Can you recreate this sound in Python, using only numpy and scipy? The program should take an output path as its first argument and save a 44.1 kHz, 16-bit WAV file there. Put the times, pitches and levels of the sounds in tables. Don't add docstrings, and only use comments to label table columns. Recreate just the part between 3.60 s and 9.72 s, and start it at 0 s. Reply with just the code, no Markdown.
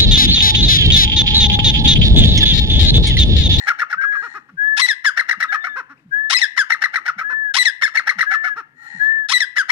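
import sys
import numpy as np
from scipy import signal
from scipy.fft import rfft, irfft, next_fast_len
from scipy.io import wavfile
from scipy.ndimage import uniform_filter1d, minimum_filter1d

SR = 44100
rng = np.random.default_rng(int(sys.argv[2]) if len(sys.argv) > 2 else 0)


def store_pcm(level_fs):
    pcm = np.round(np.clip(level_fs, -1, 1) * 32767).astype(np.int16)
    wavfile.write(sys.argv[1], SR, np.atleast_2d(pcm).T)


def undo_db(level):
    steps = np.asarray(level, float) / 20
    return 10 ** steps


N = 269715

# (time [s], length [s], middle pitch [Hz], level [dB])
HOLDS = [
    (1.2175, .048, 1983, -14),
    (2.746, 0.026, 1993, -13.5),
    (3.9865, 0.046, 1980, -13.5),
    (5.7365, 0.043, 1965, -11.5),
]
LEAPS = [
    (2.768, .021, 2555, -18),
]
SLIDES = [
    (1.288, 0.048, 1751, -16.5),
    (2.817, 0.042, 1758, -13),
    (4.056, 0.048, 1762, -14),
    (5.806, .043, 1723, -17.5),
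]
DROPS = [
    (1.462, .037, 1639, -18),
    (2.99, .038, 1635, -19),
    (5.982, .038, 1618, -19.5),
]
CUT_DROPS = [
    (4.235, .024, 1740, -16),
]
ARCHES = [(1.595, .017, 2012, -17), (1.712, 0.021, 1974, -21), (1.827, .017, 1927, -18.5),
          (3.123, 0.023, 2027, -19), (3.241, 0.022, 1996, -19), (3.358, 0.017, 1990, -18),
          (4.261, 0.019, 2075, -25), (4.372, 0.027, 2083, -18.5), (4.493, 0.02, 2032, -18),
          (4.61, 0.02, 1995, -16.5)]
HOLD_OVERTONES = [0, -2, -23, -18, -29, -28, -48]
LEAP_OVERTONES = [-4, -1.5, -23, -27, -26]
SLIDE_OVERTONES = [-1, -6.5, -24.5, -28, -44, -57.5]
DROP_OVERTONES = [6.5, -7.5, -21.5, -17.5, -37.5, -51.5]
ARCH_OVERTONES = [0, -15, -30, -42, -50]
HOLD_BEND = (1.032, 1)
LEAP_BEND = (1.005, 1)
SLIDE_BEND = (1.17, .918)
DROP_BEND = (1.075, .9)
CUT_BEND = (1.045, .935)
ARCH_BEND = (1.03, .86)
# (moment [share of length], level [dB])
HOLD_SWELL = [(0, -1.5), (.15, 1), (.6, 1.5), (.88, -1), (1, -4)]
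LEAP_SWELL = [(0, 0.00063), (1, 0.0035)]
SLIDE_SWELL = [(0, -5.5), (0.451, 0.5), (0.619, 0), (.75, -9.5), (1, -4)]
DROP_SWELL = [(0, -1.5), (.3, -4), (.75, -1), (1, 2.5)]
ARCH_SWELL = [(0, -3.5), (.3, -2), (.8, -1.5), (1, 0.5)]
# (frequency [Hz], level [dB])
GAPE = [(2500, 1.5), (3300, -9), (4200, 1.5), (5300, 10), (6300, -2.5), (7200, -4.5), (8500, 3),
        (12000, -3)]

# (time [s], length [s], top pitch [Hz], level [dB], crest [share of length], sag before leap [dB])
RISES = [(0.065, .032, 894, -17, 0.52, 1), (0.179, 0.047, 885.4, -25, 0.5, -9.5),
         (0.29, 0.044, 873, -31.5, .55, -11.5), (0.403, 0.031, 764, -33, .6, -4),
         (0.512, 0.035, 643.5, -36, .6, -5.5), (1.44, 0.019, 1057, -20, 0.53, -2.5),
         (1.565, .029, 924, -19, 0.56, -11), (1.681, 0.029, 925.6, -20, 0.57, -12),
         (1.798, 0.03, 933, -24, .45, -9), (1.908, 0.038, 798, -23.5, 0.68, -8.5),
         (2.028, 0.043, 771, -26.5, 0.58, -9), (2.965, 0.025, 1087.5, -19.5, 0.73, -10.5),
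         (3.095, 0.026, 929, -18.5, 0.51, -6), (3.211, 0.031, 931, -20, 0.58, -10.5),
         (3.329, 0.032, 880, -26, .55, -15.5), (3.453, 0.032, 921, -26, 0.44, -8),
         (3.578, .03, 813, -27, 0.59, -10.5), (4.212, 0.021, 1059, -20.5, 0.57, -1.5),
         (4.342, .032, 943, -21, 0.54, -10), (4.463, .027, 882, -19.5, 0.72, -12.5),
         (4.581, 0.028, 936, -22.5, 0.51, -9), (4.693, .045, 795, -23.5, 0.76, -10),
         (4.825, 0.05, 758.4, -26, .6, -12.5), (5.956, .027, 1013, -20.5, 0.63, -10.5),
         (6.083, .031, 1053, -18.5, .6, -4.5)]
# (time [s], start pitch [Hz], level [dB], beak opening [dB])
FALLS = [(.099, 735, -17.5, -15), (.216, 716, -18.5, -21), (0.326, 750.5, -21, -17.5),
         (0.436, 698, -25.5, -17.5), (.55, 600, -31, -15.5), (1.495, 664, -36, -17.5),
         (1.609, 691, -32.5, -11), (1.729, 660, -32.5, -22.5), (1.838, 693.5, -25, -17.5),
         (1.942, 668.5, -21.5, -9.5), (2.066, 649, -29.5, -16.5), (3.024, 665, -35.5, -15),
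         (3.143, 646, -33.5, -11), (3.253, 682, -30, -17.5), (3.371, 665.6, -26, -15),
         (3.482, 751, -18.5, -12.5), (3.609, 689, -25.5, -17), (4.275, 691, -37, 3), (4.393, 685, -30, -10),
         (4.506, 642, -30.5, -5), (4.625, 678, -27.5, -7.5), (4.737, 699, -21.5, -7.5),
         (4.873, 669, -28.5, -8.5), (6.017, 678, -33.5, -21)]
# (time [s], length [s], top pitch [Hz], level [dB])
ARCS = [
    (0.615, 0.072, 480, -31),
    (0.737, 0.059, 423.8, -33.5),
    (0.884, 0.026, 289, -48.5),
    (2.154, 0.066, 535, -27.5),
    (2.288, 0.057, 290.3, -43.5),
    (3.69, 0.055, 521.6, -31.5),
    (4.956, 0.066, 464.7, -30),
]
# (time [s], length [s], level [dB])
BLASTS = [
    (1.165, 0.049, -18),
    (2.696, 0.045, -17),
    (3.938, .049, -17),
    (5.685, 0.049, -18.5),
]
# (time [s], length [s], level [dB])
BRIDGES = [
    (1.264, 0.023, -34),
    (2.786, .031, -30),
    (4.029, 0.031, -32),
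    (5.779, 0.028, -37),
]
# (start [Hz], end [Hz])
BLAST_HZ = (597.5, 1097)
BRIDGE_HZ = (986, 864)
# (frequency [Hz], level [dB])
STRETCHED_THROAT = [(60, -81.5), (250, -23), (500, -14.5), (680, -16), (900, -19), (1080, -16.5), (1330, 8),
                    (1560, 1), (1900, 5), (2250, -4), (2500, -25), (3200, -68.5)]
FALLING_THROAT = [(60, -71), (250, -21), (450, -27.5), (700, -28.5), (1000, -9.5), (1330, 8), (1600, 0),
                  (1900, -3.5), (2250, -19.5), (2500, -17), (3200, -62.5)]
SLACK_THROAT = [(60, -66.5), (250, -7.5), (500, -28.5), (950, -10), (1330, 6.5), (1600, -0.5), (1900, -5.5),
                (2250, -24.5), (2500, -16.5), (3200, -69)]
OPEN_BEAK = [(1800, -101), (2450, -2), (2800, -6.5), (3150, -4), (3550, -1), (4200, -5), (4750, -8.5),
             (5450, -2.5), (6300, -15.5), (6900, -11.5), (7300, -29), (7900, -20), (8600, -18),
             (10500, -16.5), (11900, -30.5), (13200, -30.5), (14600, -29), (15300, -44)]
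SHUT_BEAK = [(1900, -73.5), (2400, -14), (2800, -0.5), (3400, -7), (4200, -3), (4850, -13), (5500, -1),
             (6300, -19), (6950, -13), (7600, -31.5), (8300, -20.5), (8900, -25.5), (9500, -19),
             (10500, -28), (12000, -23.5), (13300, -31), (14600, -31.5), (15300, -50)]

# (time [s], level [dB], start pitch [Hz], end pitch [Hz])
SNAPS = [(1.592, -12.5, 1370, 2030), (1.709, -15, 1366, 2056), (1.824, -17, 1350, 2087),
         (3.119, -14.5, 1344, 2230), (3.237, -14.5, 1324, 1960), (3.357, -15.5, 1300, 2040),
         (4.37, -13.5, 1500, 2185), (4.49, -12, 1345, 2020), (4.607, -14, 1406, 2140),
         (0.211, -28, 1530, 2150), (3.479, -19, 1480, 2037), (4.735, -22, 1720, 1970),
         (.327, -23, 1526, 1910), (1.607, -21, 1950, 1390), (1.728, -20.5, 1880, 1340),
         (1.839, -21, 1952, 1384), (3.144, -26, 1860, 1383), (3.258, -25, 1864, 1430),
         (4.275, -21.5, 1970, 1400), (4.393, -19, 1810, 1370), (4.51, -22.5, 2030, 1420),
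         (4.626, -18, 1878, 1410)]
BREAKS = [
    (1.262, -31, 1943, 1520),
    (2.786, -25.5, 2600, 1830),
    (4.027, -26, 1940, 1560),
    (5.779, -31.5, 1990, 1516),
    (1.284, -27.5, 1690, 2175),
    (2.813, -23.5, 1737, 2170),
    (4.052, -27.5, 1760, 2215),
    (5.802, -24.5, 1680, 2130),
]
SNAP_OVERTONES = [6.5, -21.5, -16, -36]

# (time [s], length [s], top pitch [Hz], level [dB], fade [dB], swell in the middle [dB])
WHISTLES = [
    (0.362, 0.26, 1663, -22.5, -1.5, 2),
    (0.967, 0.25, 1732, -20.5, -3.5, 3.7),
    (1.877, 0.32, 1763, -22, -11.5, -5.1),
    (2.506, 0.21, 1737, -19.5, -10, 1.2),
    (3.618, 0.311, 1749, -27.5, 2, 2.7),
    (4.65, 0.3, 1758, -19.5, -6, -1.5),
    (5.386, 0.29, 1770, -17, -10, 3.1),
]
# (frequency [Hz], level [dB])
BREATH = [(600, -35.5), (1200, -18.5), (1800, 2.5), (2600, -9), (4000, -23.5), (9000, -34), (11000, -61)]
# (time [s], level [dB])
THUDS = [
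    (0.344, -47),
    (0.913, -38.5),
    (1.764, -43.5),
    (2.445, -39.5),
    (3.555, -41.5),
    (4.554, -38),
    (5.336, -35.5),
]
# (start [Hz], end [Hz])
THUD_HZ = (249.4, 112.4)

# (time [s], length [s], level [dB])
HOARSE = [
    (-.3, 0.37, -34),
    (0.437, 0.31, -40),
    (5.121, .33, -37.5),
]
# (frequency [Hz], level [dB per Hz])
HOARSE_THROAT = [(290, -76.5), (500, -34), (620, -48.5), (780, -22), (860, -14.5), (960, -28.5),
                 (1290, -42), (1390, -21.5), (1560, -24), (1870, 1), (2000, -14), (2180, -30),
                 (2900, -34.5), (3350, -39.5), (4000, -32), (4200, -21.5), (4450, -35.5), (5000, -44),
                 (5550, -37.5), (5750, -30), (6000, -43), (6300, -46), (6910, -30.5), (7500, -41.5),
                 (9500, -44.5), (10500, -71), (14300, -89.5), (22000, -120)]
# (time [s], length [s], start pitch [Hz], end pitch [Hz], level [dB])
CHIRPS = [
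    (1.878, .04, 3750, 3520, -52),
    (1.91, .07, 3600, 3620, -58),
    (2.0, .055, 3580, 3620, -53),
    (2.075, .085, 3600, 3560, -60),
    (2.37, .014, 2000, 3000, -65),
    (2.39, .012, 2200, 3000, -66),
]
# (time [s], length [s], pitch [Hz], level [dB])
COOS = [
    (2.411, .04, 297, -62),
    (5.126, 0.076, 251.7, -64),
    (5.486, .16, 239.4, -59.5),
]

# (frequency [Hz], level [dB per Hz]); the breeze differs at each port
HUM = [(15, -45), (40, -25), (90, -16), (150, -11), (260, 1), (600, -14), (900, -14.5), (1760, -11.5),
       (3200, -23.5), (15000, -42.5)]
BREEZE = [(15, -26.5), (30, -12), (70, -7.5), (110, -10.5), (200, -42)]
# (frequency [Hz], level [dB])
THUMP = [(15, -13), (40, -3), (90, -1.5), (200, -12), (500, -39.5), (2000, -78.5)]

# (frequency [Hz], time [s])
YARD_T60 = [(500, 0.96), (1300, 0.16), (2000, 0.71), (3500, 0.3), (8000, 0.3)]
# (frequency [Hz], level [dB])
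YARD_TONE = [(500, -7.5), (1000, 4), (1400, -2), (2000, -6), (2400, -7), (2800, 4.5), (3300, -6),
             (6000, -4), (12000, -6)]
# (frequency [Hz], left over right [dB])
NEAR_BALANCE = [(60, 10.5), (99, -6), (160, 1.5), (270, -1.5), (450, -0.5), (730, -0.5), (1210, 2.5),
                (2000, 8), (3300, 16.5), (5450, 19), (9000, 46.5), (14900, -1)]
MATE_BALANCE = [(300, 0.5), (1200, 6.7), (2000, 17), (3300, 15), (9000, 43), (15000, 2.5)]
# (frequency [Hz], left leads by [radians])
NEAR_LEAD = [(0, 0), (1890, -1.1), (2330, -4.2), (3190, -5.9), (5680, -9.2), (7490, -8.3), (7920, -10.5),
             (9910, -13.4), (12000, -13.8), (12800, -15.8), (14000, -15.8), (15100, -18.5)]
MATE_LEAD = [(0, 0), (700, 0), (1300, -2.2), (2000, -2.7), (15000, -3)]
# (frequency [Hz], width [Hz], level [dB])
NOTCHES = [(10470, 350, -14.5), (11500, 130, -9), (13900, 300, -13), (15300, 300, -11.5)]


def evened(x):
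    return x / np.sqrt(np.mean(x ** 2) + 1e-20)


def read(points, hz):
    f, value = np.transpose(points)
    return np.interp(np.log(hz + 1), np.log(f + 1), value)


def add(mix, s, sound):
    part = mix[round(s * SR):][:len(sound)]
    part += sound[:len(part)]


def colour(x, points):
    log_gain = np.log(undo_db(read(points, abs(np.fft.fftfreq(4096, 1 / SR)))))
    phase = -signal.hilbert(log_gain).imag
    taps = np.fft.ifft(np.exp(log_gain + 1j * phase)).real[:1024]
    return signal.oaconvolve(x, taps)[:len(x)]


def drift(length, size):
    return evened(uniform_filter1d(uniform_filter1d(rng.standard_normal(length), size), size))


def hum():
    takes = []
    for _ in range(2):
        noise = evened(colour(rng.standard_normal(N), HUM))
        takes.append(noise * undo_db(-63.5 + 3.5 * drift(N, size=2500)))
    whine = undo_db(-90) * np.sin(2 * np.pi * 15262 * np.arange(N) / SR)
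    return np.array(takes) + whine


def drone():
    centre_hz, width_hz = 145, 29
    hz = np.fft.rfftfreq(N, 1 / SR)
    tone = irfft(rfft(rng.standard_normal(N)) * np.exp(-((hz - centre_hz) / width_hz) ** 2), N)
    return evened(tone) * undo_db(-67.5 + 1.2 * drift(N, size=5000))


def breeze():
    takes = []
    for _ in range(2):
        air = evened(colour(rng.standard_normal(N), BREEZE))
        takes.append(air * undo_db(-77 + 2.7 * drift(N, size=4000)))
    return np.array(takes)


def dove():
    out = np.zeros(N)
    for s, length, hz, db in COOS:
        t = np.arange(0, length, 1 / SR)
        add(out, s, undo_db(db + 2) * np.sin(2 * np.pi * hz * t) * signal.windows.tukey(len(t), .6))
    return out


def small_bird():
    out = np.zeros(N)
    for s, length, hz0, hz1, db in CHIRPS:
        tone = shrill(length, hz0, (hz0 + hz1) / 2, hz1, db, [0, -24], -3.3)
        flutter = undo_db(2.5 * drift(len(tone), size=150))
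        add(out, s, tone * flutter * signal.windows.tukey(len(tone), .7))
    return out


def hoarse():
    pulse_hz, swell_s, steady_after_s, die_db_per_s = 81.3, .17, .14, 250.5
    t = np.arange(N) / SR
    level, steady = np.zeros(N), np.zeros(N)
    for s, length, db in HOARSE:
        swell = np.clip((t - s) / swell_s, 0, 1) ** 2
        level += swell * undo_db(db - die_db_per_s * np.maximum(t - s - length, 0))
        settled = np.clip((t - s - steady_after_s) / .03, 0, 1) * (t < s + 2 * length)
        steady = np.maximum(steady, settled)
    drive = (.15 + .3 * steady) * pulses(np.full(N, pulse_hz), .06)
    drive += (1 - .35 * steady) * rng.standard_normal(N)
    breathy = (1 - steady) * rng.standard_normal(N)
    croak = evened(colour(breathy, [(1000, -37), (1400, -.5), (1700, -38.5)]))
    return (evened(colour(drive, HOARSE_THROAT)) + undo_db(-10.5) * croak) * level


def throat_thuds():
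    out, u = np.zeros(N), np.linspace(0, 1, round(.085 * SR))
    hz = np.interp(u ** .65, [0, 1], THUD_HZ)
    thud = np.sin(2 * np.pi * np.cumsum(hz) / SR) * np.minimum(u / .29, 1) * (1 - u) ** 1.52
    for s, db in THUDS:
        add(out, s, undo_db(db + 3.5 * drift(len(u), size=250)) * thud)
    return out


def mate_whistles():
    crest_s, climb_hz_per_s2, sag_hz_per_s2 = .147, 6500, 5000
    attack_s, release_s = .028, .018
    out = np.zeros(N)
    for s, length, top_hz, db, fade_db, swell_db in WHISTLES:
        t = np.arange(0, length, 1 / SR)
        hz = top_hz - np.where(t < crest_s, climb_hz_per_s2, sag_hz_per_s2) * (t - crest_s) ** 2
        turn = 2 * np.pi * np.cumsum(hz * (1 + .002 * drift(len(t), size=200))) / SR
        air = undo_db(-37) * evened(uniform_filter1d(drift(len(t), size=30), size=30))
        tone = (np.sqrt(2) + air) * np.cos(turn)
        tone += undo_db(-46 + 5 * drift(len(t), size=500)) * np.cos(2 * turn)
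        tone += undo_db(-33) * evened(colour(rng.standard_normal(len(t)), BREATH))
        edges = np.minimum(t / attack_s, 1) ** 2 * np.minimum((length - t) / release_s, 1)
        level = db + fade_db * t / length + swell_db * np.sin(np.pi * t / length) ** 2
        add(out, s, tone * edges * undo_db(level + 1.2 * drift(len(t), size=500)))
    return out


def pulses(hz, rough):
    turns = np.cumsum(hz * (1 + .11 * rough * drift(len(hz), size=40))) / SR
    clicks = np.diff(np.floor(turns), prepend=0) * undo_db(3 * rough * rng.standard_normal(len(hz)))
    early = np.clip(turns % 1 / np.diff(turns, prepend=0), 0, 1)
    clicks = clicks * (1 - early) + np.append((clicks * early)[1:], 0)
    puffs = np.exp(-(turns % 1) / .3) * rng.standard_normal(len(hz))
    return evened(clicks) + .42 * rough * evened(puffs)


def rasp(hz, swell, db, beak_db, rough, throat, ground):
    drive, rest = pulses(hz, rough), np.zeros(400)
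    hiss = rng.standard_normal(len(hz)) * undo_db(1.9 * drift(len(hz), size=60))
    airy = drive + .9 * np.sqrt(rough) * hiss
    tone = ground * np.sin(2 * np.pi * np.cumsum(hz) / SR)
    low = evened(colour(np.append((drive + tone) * swell, rest), throat))
    beak = OPEN_BEAK if beak_db > 5 else SHUT_BEAK
    beak = [(f, d - .5 * beak_db * (f > 9510)) for f, d in beak]
    high = evened(colour(np.append(airy * swell ** .99, rest), beak))
    treble = np.clip(undo_db(beak_db - 12.5), 0, .9)
    return undo_db(db) * (np.sqrt(1 - treble ** 2) * low + treble * high)


def rise(s, length, hz0, hz1, db, beak_db, crest=.54, sag_db=-1):
    lead = .006 * (hz0 < 470) + .002 * (470 <= hz0 < 560)
    u = np.linspace(0, 1, round((length + lead) * SR))
    wide = np.clip((beak_db + 5) / 12, 0, 1)
    moments = [0, crest / 2, crest, (crest + 1) / 2, 1]
    heights = [.01 + .05 * wide ** 2, .1 + .8 * wide ** 3, 1, undo_db(.75 * sag_db), undo_db(sag_db)]
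    beads_db = 2.3 * drift(len(u), size=150)
    catch_db = -9 * wide ** 3 * np.exp(-((u - .5) / .09) ** 2)
    swell = np.interp(u, moments, heights) * undo_db(beads_db + catch_db)
    hz = hz0 + (hz1 - hz0) * np.sin(u * np.pi / 2 * (1 + .36 * (1 - wide)))
    ground = (.5 + 3.4 * wide ** 3) * u ** 1.2 * np.minimum((1 - u) / .15, 1)
    return s - lead, rasp(hz, swell, db, beak_db, .62 - .05 * wide, STRETCHED_THROAT, ground)


def rasps():
    out = np.zeros(N)
    for s, length, db in BLASTS:
        add(out, *rise(s, length, *BLAST_HZ, db, 10.5))
    for s, length, db in BRIDGES:
        add(out, *rise(s, length, *BRIDGE_HZ, db, 13.5))
    for s, length, hz, db, crest, sag_db in RISES:
        beak_db = .029 * (hz - 1042)
        add(out, *rise(s, length, .49 * hz, hz, db, beak_db, crest, sag_db))
    u = np.linspace(0, 1, round(.03 * SR))
    fall = np.minimum(u / .1, 1) * (1 - u ** 1.6) ** 1.2
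    for s, hz, db, beak_db in FALLS:
        rough = .3 if db > -23 else .55
        add(out, s, rasp(hz * (1 - .5 * u ** 2.2), fall, db, beak_db, rough, FALLING_THROAT, .1))
    for s, length, hz, db in ARCS:
        arch = abs(np.sin(np.pi * np.linspace(0, 1, round(length * SR)) ** .85))
        pitch = hz * (.26 + .74 * arch ** .45)
        add(out, s, rasp(pitch, arch ** 1.2, db, -12.5, .2, SLACK_THROAT, .45))
    return out


def snaps():
    out, u = np.zeros(N), np.linspace(0, 1, round(.0075 * SR))
    for rows, bright_db in [(SNAPS, 0), (BREAKS, 19.5)]:
        for s, db, hz0, hz1 in rows:
            hz = (hz0 + (hz1 - hz0) * u) * (1 + .06 * drift(len(u), size=25))
            turn = 2 * np.pi * np.cumsum(hz) / SR
            stack = np.zeros(len(u))
            for k, level in enumerate(SNAP_OVERTONES):
                if k > 0:
                    level = level + bright_db + 3 * drift(len(u), size=30)
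                stack += undo_db(level) * np.cos((k + 1) * turn)
            add(out, s, undo_db(db - 2.5) * stack * np.sin(np.pi * u) ** .62)
    return out


def shrill(length, hz0, hz1, hz2, db, overtones_db, fade_db, shape=((0, 0), (1, 0))):
    u = np.linspace(0, 1, round(length * SR) + 130)
    hz = np.polyval(np.polyfit([.08, .5, .92], [hz0, hz1, hz2], 2), u)
    turn = 2 * np.pi * np.cumsum(hz * (1 + .004 * drift(len(u), size=60))) / SR
    stack = np.zeros(len(u))
    for k, level in enumerate(overtones_db):
        if k > 0:
            level = level + read(GAPE, (k + 1) * hz) + 2 * fade_db * (u ** 3 - .2156)
        flutter_db = np.sqrt(k) * drift(len(u), size=90)
        stack += undo_db(level + flutter_db) * np.cos((k + 1) * turn)
    swell_db = db + fade_db * (u ** 2 - 1.0329) + np.interp(u, *np.transpose(shape))
    swell = undo_db(swell_db + drift(len(u), size=150))
    airy_beak = [(f, d + 8.5 * (f > 7000)) for f, d in OPEN_BEAK]
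    air = undo_db(-24) * evened(colour(rng.standard_normal(len(u)), airy_beak)) * (len(overtones_db) > 1)
    edges = np.minimum(u * length / .002, 1) * np.minimum((1 - u) * length / .005, 1)
    return (evened(stack) + air) * swell * edges


def shrills():
    out = np.zeros(N)
    kinds = [(HOLDS, HOLD_BEND, HOLD_OVERTONES, -4.5, HOLD_SWELL),
             (LEAPS, LEAP_BEND, LEAP_OVERTONES, -1.5, LEAP_SWELL),
             (SLIDES, SLIDE_BEND, SLIDE_OVERTONES, -4, SLIDE_SWELL),
             (CUT_DROPS, CUT_BEND, DROP_OVERTONES, -9.5, DROP_SWELL),
             (DROPS, DROP_BEND, DROP_OVERTONES, -9.5, DROP_SWELL),
             (ARCHES, ARCH_BEND, ARCH_OVERTONES, -3, ARCH_SWELL)]
    for rows, (start, end), overtones_db, fade_db, shape in kinds:
        for s, length, hz, db in rows:
            note = shrill(length, start * hz, hz, end * hz, db, overtones_db, fade_db, shape)
            add(out, s - .0015, note)
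    return out


def partridge():
    return snaps() + shrills() + rasps()


def cage(x):
    t = np.arange(3000) / SR
    taps = rng.standard_normal(3000) * (rng.random(3000) < .03) * (t > .0015) * undo_db(-60 * t / .04)
    x = x + undo_db(-21.5) * np.append(np.zeros(round(.026 * SR)), x)[:N]
    return x + undo_db(-18) * signal.oaconvolve(x, taps / np.linalg.norm(taps))[:N]


def yard(x):
    taps = np.zeros((2, SR))
    at = np.arange(200, SR - 20, 20) + rng.integers(0, 20, (2, (SR - 201) // 20))
    np.put_along_axis(taps, at, rng.choice([-1., 1.], at.shape), 1)
    hz, t, bands = signal.stft(taps, SR, nperseg=256)
    decay_db = read(YARD_TONE, hz)[:, None] - 60 * t / read(YARD_T60, hz)[:, None]
    tail = signal.istft(bands * undo_db(decay_db), SR, nperseg=256)[1]
    return undo_db(-20) * signal.fftconvolve(x[None], tail / np.linalg.norm(tail[0]), axes=1)[:, :N]


def alike(pair, same):
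    return np.array([pair[0], same * pair[0] + np.sqrt(1 - same ** 2) * pair[1]])


def ports(x, balance, lead):
    size = next_fast_len(N + 4096)
    hz = np.fft.rfftfreq(size, 1 / SR)
    right = undo_db(-read(balance, hz)) * np.exp(-1j * np.interp(hz, *np.transpose(lead)))
    notch_db = sum(db * np.exp(-((hz - f) / width) ** 2) for f, width, db in NOTCHES)
    left = 2 / abs(1 + right) * undo_db(notch_db)
    return irfft(rfft(x, size) * [left, left * right], size)[:, :N]


def membrane_thump(near):
    shake = 1500 * uniform_filter1d(near ** 2, size=3000) ** 2
    return undo_db(-53) * np.array([colour(rng.standard_normal(N) * shake, THUMP) for _ in range(2)])


def scene():
    near = cage(partridge())
    far = mate_whistles() + hoarse() + small_bird()
    loud_db = 10 * np.log10(abs(uniform_filter1d(near ** 2, size=11000)) + 1e-9)
    ducked = (hum() + [drone(), drone()]) * undo_db(-.6 * np.maximum(loud_db + 28, 0))
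    around = alike(yard(near + far), .7) + alike(ducked, .85)
    close = ports(near, NEAR_BALANCE, NEAR_LEAD)
    distant = ports(far + throat_thuds() + dove() + around, MATE_BALANCE, MATE_LEAD)
    return close + distant + breeze() + membrane_thump(near)


def top_cut(x):
    return signal.sosfilt(signal.butter(12, 15460, fs=SR, output="sos"), x)


def record(dry):
    room = np.minimum(.95 / (abs(dry).max(0) + 1e-9), 1)
    limited = dry * uniform_filter1d(minimum_filter1d(room, 200), 200)
    low_pass = signal.firwin(1023, 15400, window=("kaiser", 9), fs=SR)
    mix = signal.oaconvolve(limited, low_pass[None], "same")
    return top_cut(mix)


dry = scene()
out = record(dry)
store_pcm(out)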